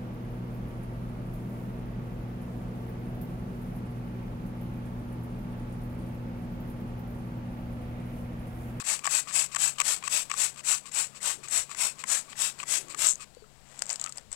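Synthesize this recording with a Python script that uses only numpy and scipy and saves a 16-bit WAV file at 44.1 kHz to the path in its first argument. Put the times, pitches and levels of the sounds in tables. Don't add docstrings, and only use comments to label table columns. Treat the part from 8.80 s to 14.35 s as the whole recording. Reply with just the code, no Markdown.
import sys
import numpy as np
from scipy import signal
from scipy.fft import rfft, irfft, next_fast_len
from scipy.io import wavfile
from scipy.ndimage import map_coordinates

SR = 44100
rng = np.random.default_rng(int(sys.argv[2]) if len(sys.argv) > 2 else 0)


def transcribe(signal):
    frames = np.atleast_2d(signal).T
    limited = np.clip(frames, -1, 1)
    pcm = np.round(limited * 32767).astype(np.int16)
    wavfile.write(sys.argv[1], SR, pcm)


N = 244755
TIME = np.arange(N) / SR

# full flow in seconds, spray level in dB, body tilt in dB, hiss tilt in dB,
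# trigger release in seconds, refill level in dB before the trims of each layer.
STROKES = [(-.14, -25, 1, 0, -.018, -34), (.103, -25.5, 2.5, -.5, .243, -34),
           (.347, -23.5, 1, 0, .481, -36.5), (.583, -23.5, .5, -1, .716, -40),
           (.84, -23.5, .5, -1, .982, -36), (1.096, -24.5, 2, 1, 1.241, -35),
           (1.357, -25, 1.5, 2.5, 1.506, -36.5), (1.62, -24, 1, 1, 1.77, -41.5),
           (1.908, -23.5, 0, -2, 2.055, -42.5), (2.192, -25.5, 1.5, -1, 2.348, -45),
           (2.478, -27.5, 4.5, .5, 2.632, -41.5), (2.761, -24.5, 1.5, -1.5, 2.9, -41),
           (3.031, -25, 2, 0, 3.188, -41), (3.333, -23, -.5, -2.5, 3.494, -45),
           (3.633, -26, 1.8, 1.7, 3.786, -41), (3.934, -24.5, .8, 1, 4.094, -40.5),
           (4.243, -23.5, 1, .7, 4.403, -41.5)]
# frequency in Hz, relative density in dB per Hz.
TICK = [(600, -17), (1700, 9), (3500, -2), (5500, 6), (8000, 7), (10000, -11), (13000, -5.5), (15000, -6)]
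# centre in seconds, half length in seconds,
# relative grit level in dB, relative scuff level in dB.
PRESSES = [(4.93, .07, -59.5, -57.5), (5.025, .04, -51, -57), (5.118, .034, -42, -47),
           (5.245, .06, -49, -52), (5.385, .04, -57, -55), (5.535, .02, -48, -51)]
REFILL_S = .042


def amp(db):
    return 10 ** (np.asarray(db) / 20)


def unit(x):
    return x / np.sqrt(np.mean(x ** 2) + 1e-20)


def curves(rows):
    s, *cols = np.transpose(rows)
    return [np.interp(TIME, s, c) for c in cols]


def wobble(rate):
    knots = rng.standard_normal(int(N * rate / SR) + 4)
    return map_coordinates(knots, [TIME * rate])


def colour(x, points):
    size = 2 * next_fast_len(len(x) // 2 + 1024)
    hz, db = np.transpose(points)
    bins = np.fft.rfftfreq(size, 1 / SR) + 1
    gain = amp(np.interp(np.log(bins), np.log(hz), db))
    cepstrum = irfft(np.log(gain))
    cepstrum[1:size // 2] *= 2
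    cepstrum[size // 2 + 1:] = 0
    response = np.exp(rfft(cepstrum))
    return irfft(rfft(x, size) * response)[:len(x)]


def resonate(x, hz, width_hz):
    return signal.lfilter(*signal.iirpeak(hz, hz / width_hz, SR), x)


def noise(points):
    return unit(colour(rng.standard_normal(N), points))


def grains(rate, spread_db, points):
    hits = rng.random(N) < rate / SR
    sizes = amp(spread_db * np.clip(rng.standard_normal(N), -2, 2))
    return unit(colour(hits * rng.choice([-1, 1], N) * sizes, points))


def add(track, s, sound):
    start = round(s * SR)
    sound, start = sound[max(-start, 0):], max(start, 0)
    track[start:start + len(sound)] += sound[:max(N - start, 0)]


def swells(rows):
    return sum(amp(db) * np.exp(-((TIME - s) / half) ** 2) for s, half, db in rows)


def yard(base_hz=68.8, engine_db=7.5, overtone_db=-6, breeze_db=-72, gust_db=6, ambience_db=10):
    # time in seconds, ambience and engine hum in dB before trim.
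    beds = [(0.0, -61, -70), (0.91, -62, -61), (1.07, -60, -72), (1.95, -64, -66), (4.27, -61, -68),
            (4.58, -68, -70), (5.19, -64, -67), (5.55, -68, -73)]
    # centre in seconds, half length in seconds, level in dB before trim.
    gusts = [(2.8, .02, -56), (4.6, .4, -69), (5.49, .07, -57.5)]
    # frequency in Hz, relative density in dB per Hz.
    air = [(90, -6), (160, 2), (230, 0), (330, -5.5), (600, -2.5), (1200, -8), (2400, -10.5), (5000, -12),
           (8000, -21.5), (10500, -20.5), (15700, -18.5)]
    # frequency in Hz, relative density in dB per Hz.
    rumble = [(15, 1.5), (35, -1), (80, -5.5), (200, -13), (800, -86)]
    air_db, hum_db = curves(beds)
    phase = 2 * np.pi * np.cumsum(base_hz * (1 + 0.0134 * wobble(6))) / SR
    second = amp(1.2 * wobble(7)) * np.sin(2 * phase)
    third = amp(2 * wobble(5)) * np.sin(3 * phase)
    hum = amp(hum_db + engine_db) * (second + amp(overtone_db) * third)
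    wind = amp(gust_db) * (amp(breeze_db) + swells(gusts)) * noise(rumble)
    return hum + wind + amp(air_db + ambience_db) * noise(air)


def rustle():
    # centre in seconds, half length in seconds, level in dB.
    rustle_swells = [(2.58, .09, -57), (4.05, .22, -55)]
    return swells(rustle_swells) * noise([(150, -22), (270, -5.5), (360, 0), (450, -8), (700, -24), (2000, -62)])


def bird(start_s=4.522, length_s=.135, base_hz=3780, arch_hz=830, level_db=-62, waver=.0077):
    arch = np.sin(np.pi * np.clip((TIME - start_s) / length_s, 0, 1))
    hz = (base_hz + arch_hz * arch) * (1 + waver * wobble(200))
    return amp(level_db) * arch * np.sin(2 * np.pi * np.cumsum(hz) / SR)


def pebbles(count=2, over_grit_db=17, thud_db=-9, scatter_db=2, centre_hz=7000, spread_hz=700):
    rows = []
    for s, half, grit_db, _ in PRESSES:
        for _ in range(count):
            at = s + half * rng.uniform(-1, 1)
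            db = grit_db + over_grit_db + scatter_db * rng.standard_normal()
            rows.append((at, db, thud_db, centre_hz + spread_hz * rng.uniform(-1, 1)))
    return rows


def gravel(snap_s=0.00098, snap_db=0, thud_db=3.3, delay_s=.0009, ring_db=-4, grit_db=-1, scuff_db=2.5):
    # time in seconds, relative level in dB,
    # low thud in dB before trim, ring in Hz.
    stones = [(4.548, -41.5, -8.5, 4500), (4.991, -25, -30, 7000), (5.02, -12, -7, 4970),
              (5.065, -30, -14, 7160), (5.101, -13, -13, 4750), (5.105, -20, -12, 6300),
              (5.1283, -21, -13, 7100), (5.1574, -20.5, -20, 4930), (5.1962, -23, -20, 3600),
              (5.2124, -19.5, -21, 6750), (5.2396, -16.5, -18, 6500), (5.2612, -23.5, -7.5, 2600),
              (5.2929, -28, -19, 7200), (5.3226, -26, -29, 6530), (5.3728, -27, -9, 7500),
              (5.3813, -24, -10.5, 4800), (5.5269, -23, -23, 7800)]
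    # frequency in Hz, relative density in dB per Hz.
    crunch = [(500, -22), (2000, -3.5), (3500, 1), (5000, 5.5), (6500, 5.5), (8000, 3.5), (10000, -7),
              (15700, -22)]
    # frequency in Hz, relative density in dB per Hz.
    sole = [(200, -20), (600, 2), (1300, 0.5), (2000, 0), (3000, -2.5), (6000, -19)]
    grit = swells([(s, half, db) for s, half, db, _ in PRESSES])
    scuff = swells([(s, half, db) for s, half, _, db in PRESSES])
    out = amp(grit_db) * grit * grains(900, 2.1, crunch)
    out += amp(scuff_db) * scuff * grains(700, 2.8, sole)
    t = np.arange(SR // 40) / SR
    for s, db, low_db, ring_hz in stones + pebbles():
        slip = rng.standard_normal(len(t)) * (np.exp(-t / snap_s) + 0.11 * np.exp(-t / 0.0061))
        stone = unit(colour(slip, crunch)) + amp(ring_db) * unit(resonate(slip, ring_hz, 440))
        thud = amp(thud_db + low_db) * unit(colour(slip, sole))
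        add(out, s + delay_s, amp(db - 21.5) * (amp(snap_db) * unit(stone) + thud))
    return out


def glugs(attack_s=0.00043, count=6, bubble_db=-39.5, bubble_t60=.04, bubble_hz=1280, spread_hz=50):
    # time in seconds, pitch in Hz, level in dB, 60 dB decay time in seconds.
    air_pockets = [(4.569, 490, -36, .039), (4.622, 430, -42, .1), (4.641, 1320, -45, .03),
                   (5.261, 1305, -27, .031)]
    out, t = np.zeros(N), np.arange(SR // 8) / SR
    gurgle_s, gurgle_length_s = 5.215, .085
    times = gurgle_s + gurgle_length_s * (np.arange(count) + rng.random(count)) / count
    gurgle = [(s, bubble_hz + spread_hz * rng.standard_normal(), bubble_db, bubble_t60) for s in times]
    for s, hz, db, t60 in air_pockets + gurgle:
        decay = amp(db - 60 * t / t60)
        add(out, s, decay * np.sin(2 * np.pi * hz * t) * (1 - np.exp(-t / attack_s)))
    return out


def creak(level_db=-12.5, half_s=.028, after_s=.008, rough_db=3, spread=.035):
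    # frequency in Hz before the pitch scatter, width in Hz,
    # relative level in dB.
    modes = [(1170, 70, 0), (2500, 130, -5)]
    out, t = np.zeros(N), np.arange(SR // 5) / SR
    middle = t.mean()
    for *_, s, db in STROKES:
        pitch = 1 + spread * rng.standard_normal()
        ring = np.zeros(len(t))
        for hz, width, mode_db in modes:
            narrow = resonate(rng.standard_normal(len(t)), hz * pitch, width)
            ring += amp(mode_db) * unit(resonate(narrow, hz * pitch, 4 * width))
        rub = amp(db + level_db) * np.exp(-((t - middle) / half_s) ** 2)
        add(out, s + after_s - middle, rub * ring)
    return out * amp(rough_db * wobble(70))


def refills(attack_s=0.0025, fade_db=6, level_db=-2, bubbles_db=-7):
    # frequency in Hz, relative density in dB per Hz.
    inlet = [(300, -45), (800, -10.5), (1150, 14), (1600, 3.5), (2550, 12.5), (3100, 4.5), (4300, 11.5),
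             (6500, 5), (8000, 7), (10000, -3), (15700, -5)]
    suction, t = np.zeros(N), np.arange(SR // 8) / SR
    closing = np.clip((REFILL_S - t) / 0.011 + .5, 0, 1)
    for *_, s, db in STROKES:
        add(suction, s, amp(db - fade_db * t / REFILL_S) * (1 - np.exp(-t / attack_s)) * closing)
    liquid = noise(inlet) + amp(bubbles_db) * grains(350, 6, inlet)
    hiss = suction * amp(0.72 * wobble(110)) * liquid
    return amp(level_db) * (hiss + .5 * resonate(hiss, 1540, 110) + 0.71 * resonate(hiss, 2530, 170))


def rattles(count=4, knock_db=-7, shell_db=-7, tick_db=-7, scatter_db=3, brisk_db=-38, knock_growth=.6):
    from_s, to_s = -.012, .042
    rows = []
    for *_, s, db in STROKES:
        times = s + from_s + (to_s - from_s) * (np.arange(count) + rng.random(count)) / count
        mix_db = np.array([knock_db + knock_growth * (db - brisk_db), shell_db, tick_db])
        levels = db + mix_db + scatter_db * rng.standard_normal((count, 3))
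        rows += [(at, *level) for at, level in zip(times, levels)]
    return rows


def trigger(slip_s=0.002, contact_s=0.0023, knock_db=14, shell_db=12, tick_db=9, ring_s=0.0039, chatter=0.7):
    # time in seconds, then knock, shell and tick
    # levels in dB before trim.
    clacks = [(.1904, -47, -39, -33.5), (.2421, -34, -33, -33), (.2545, -25, -26, -26),
              (.2651, -31, -37, -22), (.2731, -19.5, -36, -31), (.4722, -37.5, -53, -43),
              (.508, -39, -37, -43), (.746, -31.5, -41, -23.5), (.7592, -33, -29, -22.5),
              (.7639, -23.5, -29, -27), (.983, -34, -32.5, -34), (1.0, -24.5, -21, -17),
              (1.0096, -24, -41, -23), (1.0137, -27, -24, -19.5), (1.2246, -37.5, -38, -43),
              (1.2762, -27.5, -27, -23), (1.5014, -37, -32, -37.5), (1.5131, -25.5, -24.5, -26),
              (1.538, -28.5, -40, -31.5), (2.9128, -35.5, -50, -35), (2.9464, -41, -39, -34),
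              (3.2375, -30, -31, -32.5), (3.528, -50, -35.5, -50), (3.8, -37.5, -27, -38),
              (3.8287, -33, -36, -33.5), (3.8339, -34, -35, -38), (4.145, -31, -36.5, -33.5),
              (5.272, -48, -35, -52)]
    out, t = np.zeros(N), np.arange(SR // 25) / SR
    contact = np.exp(-((t - slip_s) / contact_s) ** 2) + 0.16 * np.exp(-t / 0.009)
    burst = contact * (1 - np.exp(-t / 0.0009))
    for s, knock, shell, tick in clacks + rattles():
        low, mid, high = rng.standard_normal((3, len(t))) * burst
        cavity_hz = rng.normal(1136, 43)
        thump = np.sin(2 * np.pi * cavity_hz * t) * np.exp(-t / ring_s) * (1 - np.exp(-t / 0.0011))
        cavity = unit(thump) + chatter * unit(resonate(resonate(low, cavity_hz, 750), 1720, 1800))
        wall = resonate(resonate(mid, rng.normal(2620, 260), 600), 2030, 1800)
        parts = amp(knock + knock_db) * unit(cavity)
        parts += amp(shell + shell_db) * unit(wall)
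        parts += amp(tick + tick_db) * unit(colour(high, TICK))
        add(out, s, amp(-24.5) * parts)
    return out


def spits():
    # centre in seconds, half length in seconds, level in dB.
    puffs = [(2.1195, .004, -40), (2.686, .004, -38)]
    return swells(puffs) * noise([(500, -14), (2000, 0), (4000, -7), (7800, 0), (10000, -12), (15700, -18)])


def spatter(ring_s=0.00047):
    # centre in seconds, half length in seconds, level in dB.
    splash_swells = [(4.296, .035, -29.5)]
    # time in seconds, relative level in dB.
    taps = [(4.2695, -15), (4.288, -19), (4.2945, -19), (4.356, -27)]
    splash = [(2000, -38), (5000, -8), (6300, 6.5), (7400, 4.5), (10000, -4.5), (15000, -27)]
    out = swells(splash_swells) * grains(1300, 3, splash)
    t = np.arange(SR // 100) / SR
    for s, db in taps:
        tap = rng.standard_normal(len(t)) * np.exp(-t / ring_s)
        add(out, s, amp(db - 14) * unit(colour(tap, splash)))
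    return out


def echoes(x, share=0.12, count=8):
    highpass = signal.butter(1, 1200, "highpass", fs=SR, output="sos")
    out, short = x.copy(), signal.sosfilt(highpass, x)
    lags = rng.integers(SR // 4000, SR // 300, count)
    for lag, sign in zip(lags, rng.choice([-1, 1], count)):
        out[lag:] += share * sign * short[:-lag]
    return out / np.sqrt(1 + count * share ** 2)


def spray(steepness=2.35, mist_db=-3.7, drops_db=-8.6, sputter_db=1.08, head_db=-17, squeak_db=-49,
          spit_db=-52, fizz_db=-1, open_s=.008, hurry=3):
    # frequency in Hz, relative density in dB per Hz.
    mist = [(120, -21), (400, -14), (580, -4.5), (790, -3), (1100, -0.5), (2000, 0.5), (3300, 1),
            (5000, 2.5), (6000, 4), (8000, -1), (10000, 0), (12000, -5), (15700, -15)]
    # frequency in Hz, relative density in dB per Hz.
    droplets = [(500, -19.5), (3000, -3.5), (6000, -8), (7800, 6.5), (10000, -3), (15700, -1.5)]
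    rise_s, fall_s = .069, .085
    valve_lead = .26
    head = unit(resonate(noise(mist), 2580, 180))
    jet = amp(mist_db) * noise(mist) + amp(drops_db) * grains(1200, 4, droplets) + amp(head_db) * head
    breakup = sputter_db * wobble(170) + 0.26 * wobble(45)
    squeak = amp(squeak_db) * unit(resonate(resonate(noise(mist), 2020, 300), 1830, 600))
    squeak += amp(spit_db) * noise(TICK)
    periods = np.gradient([stroke[0] for stroke in STROKES])
    out = np.zeros(N)
    for (s, db, body_db, hiss_db, _, _), period in zip(STROKES, periods):
        opens = s - valve_lead * period
        span = (TIME >= opens) & (TIME < s + .2)
        t, age = TIME[span] - s, TIME[span] - opens
        flow = amp(-20 * np.abs(t / np.where(t < 0, rise_s, fall_s)) ** steepness)
        settling = amp(-16.5 - 127 * np.abs(t)) * (t > 0)
        sputter = amp(breakup[span] * (1 + 0.8 * (1 - flow)))
        aim = [(1600, body_db), (4700, hiss_db), (7800, 0), (12000, hiss_db + fizz_db)]
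        opening = 1 - np.exp(-age / open_s)
        landing = colour(jet[span] * sputter * opening * np.hypot(flow, settling), aim)
        out[span] += amp(db) * echoes(landing)
        valve = np.exp(-(age / .02) ** 2)
        out[span] += squeak[span] * valve * (periods.mean() / period) ** hurry
    return out


def scene():
    surroundings = yard() + rustle() + bird() + gravel()
    pump = glugs() + creak() + refills() + trigger() + spits() + spatter() + spray()
    return (surroundings + pump)[None]


def record(dry):
    # frequency in Hz, gain in dB.
    port = [(5000, 1), (6300, 3), (7200, 11), (7950, 14), (8800, 6.5), (10000, 2), (12000, -1.5),
            (15800, -8)]
    top_hz = 15900
    size = next_fast_len(N + SR // 4)
    passed = np.fft.rfftfreq(size, 1 / SR) < top_hz
    heard = irfft(rfft(colour(dry[0], port), size) * passed, size)[:N]
    return np.array([heard, np.zeros(N)])


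dry = scene()
out = record(dry)
transcribe(out)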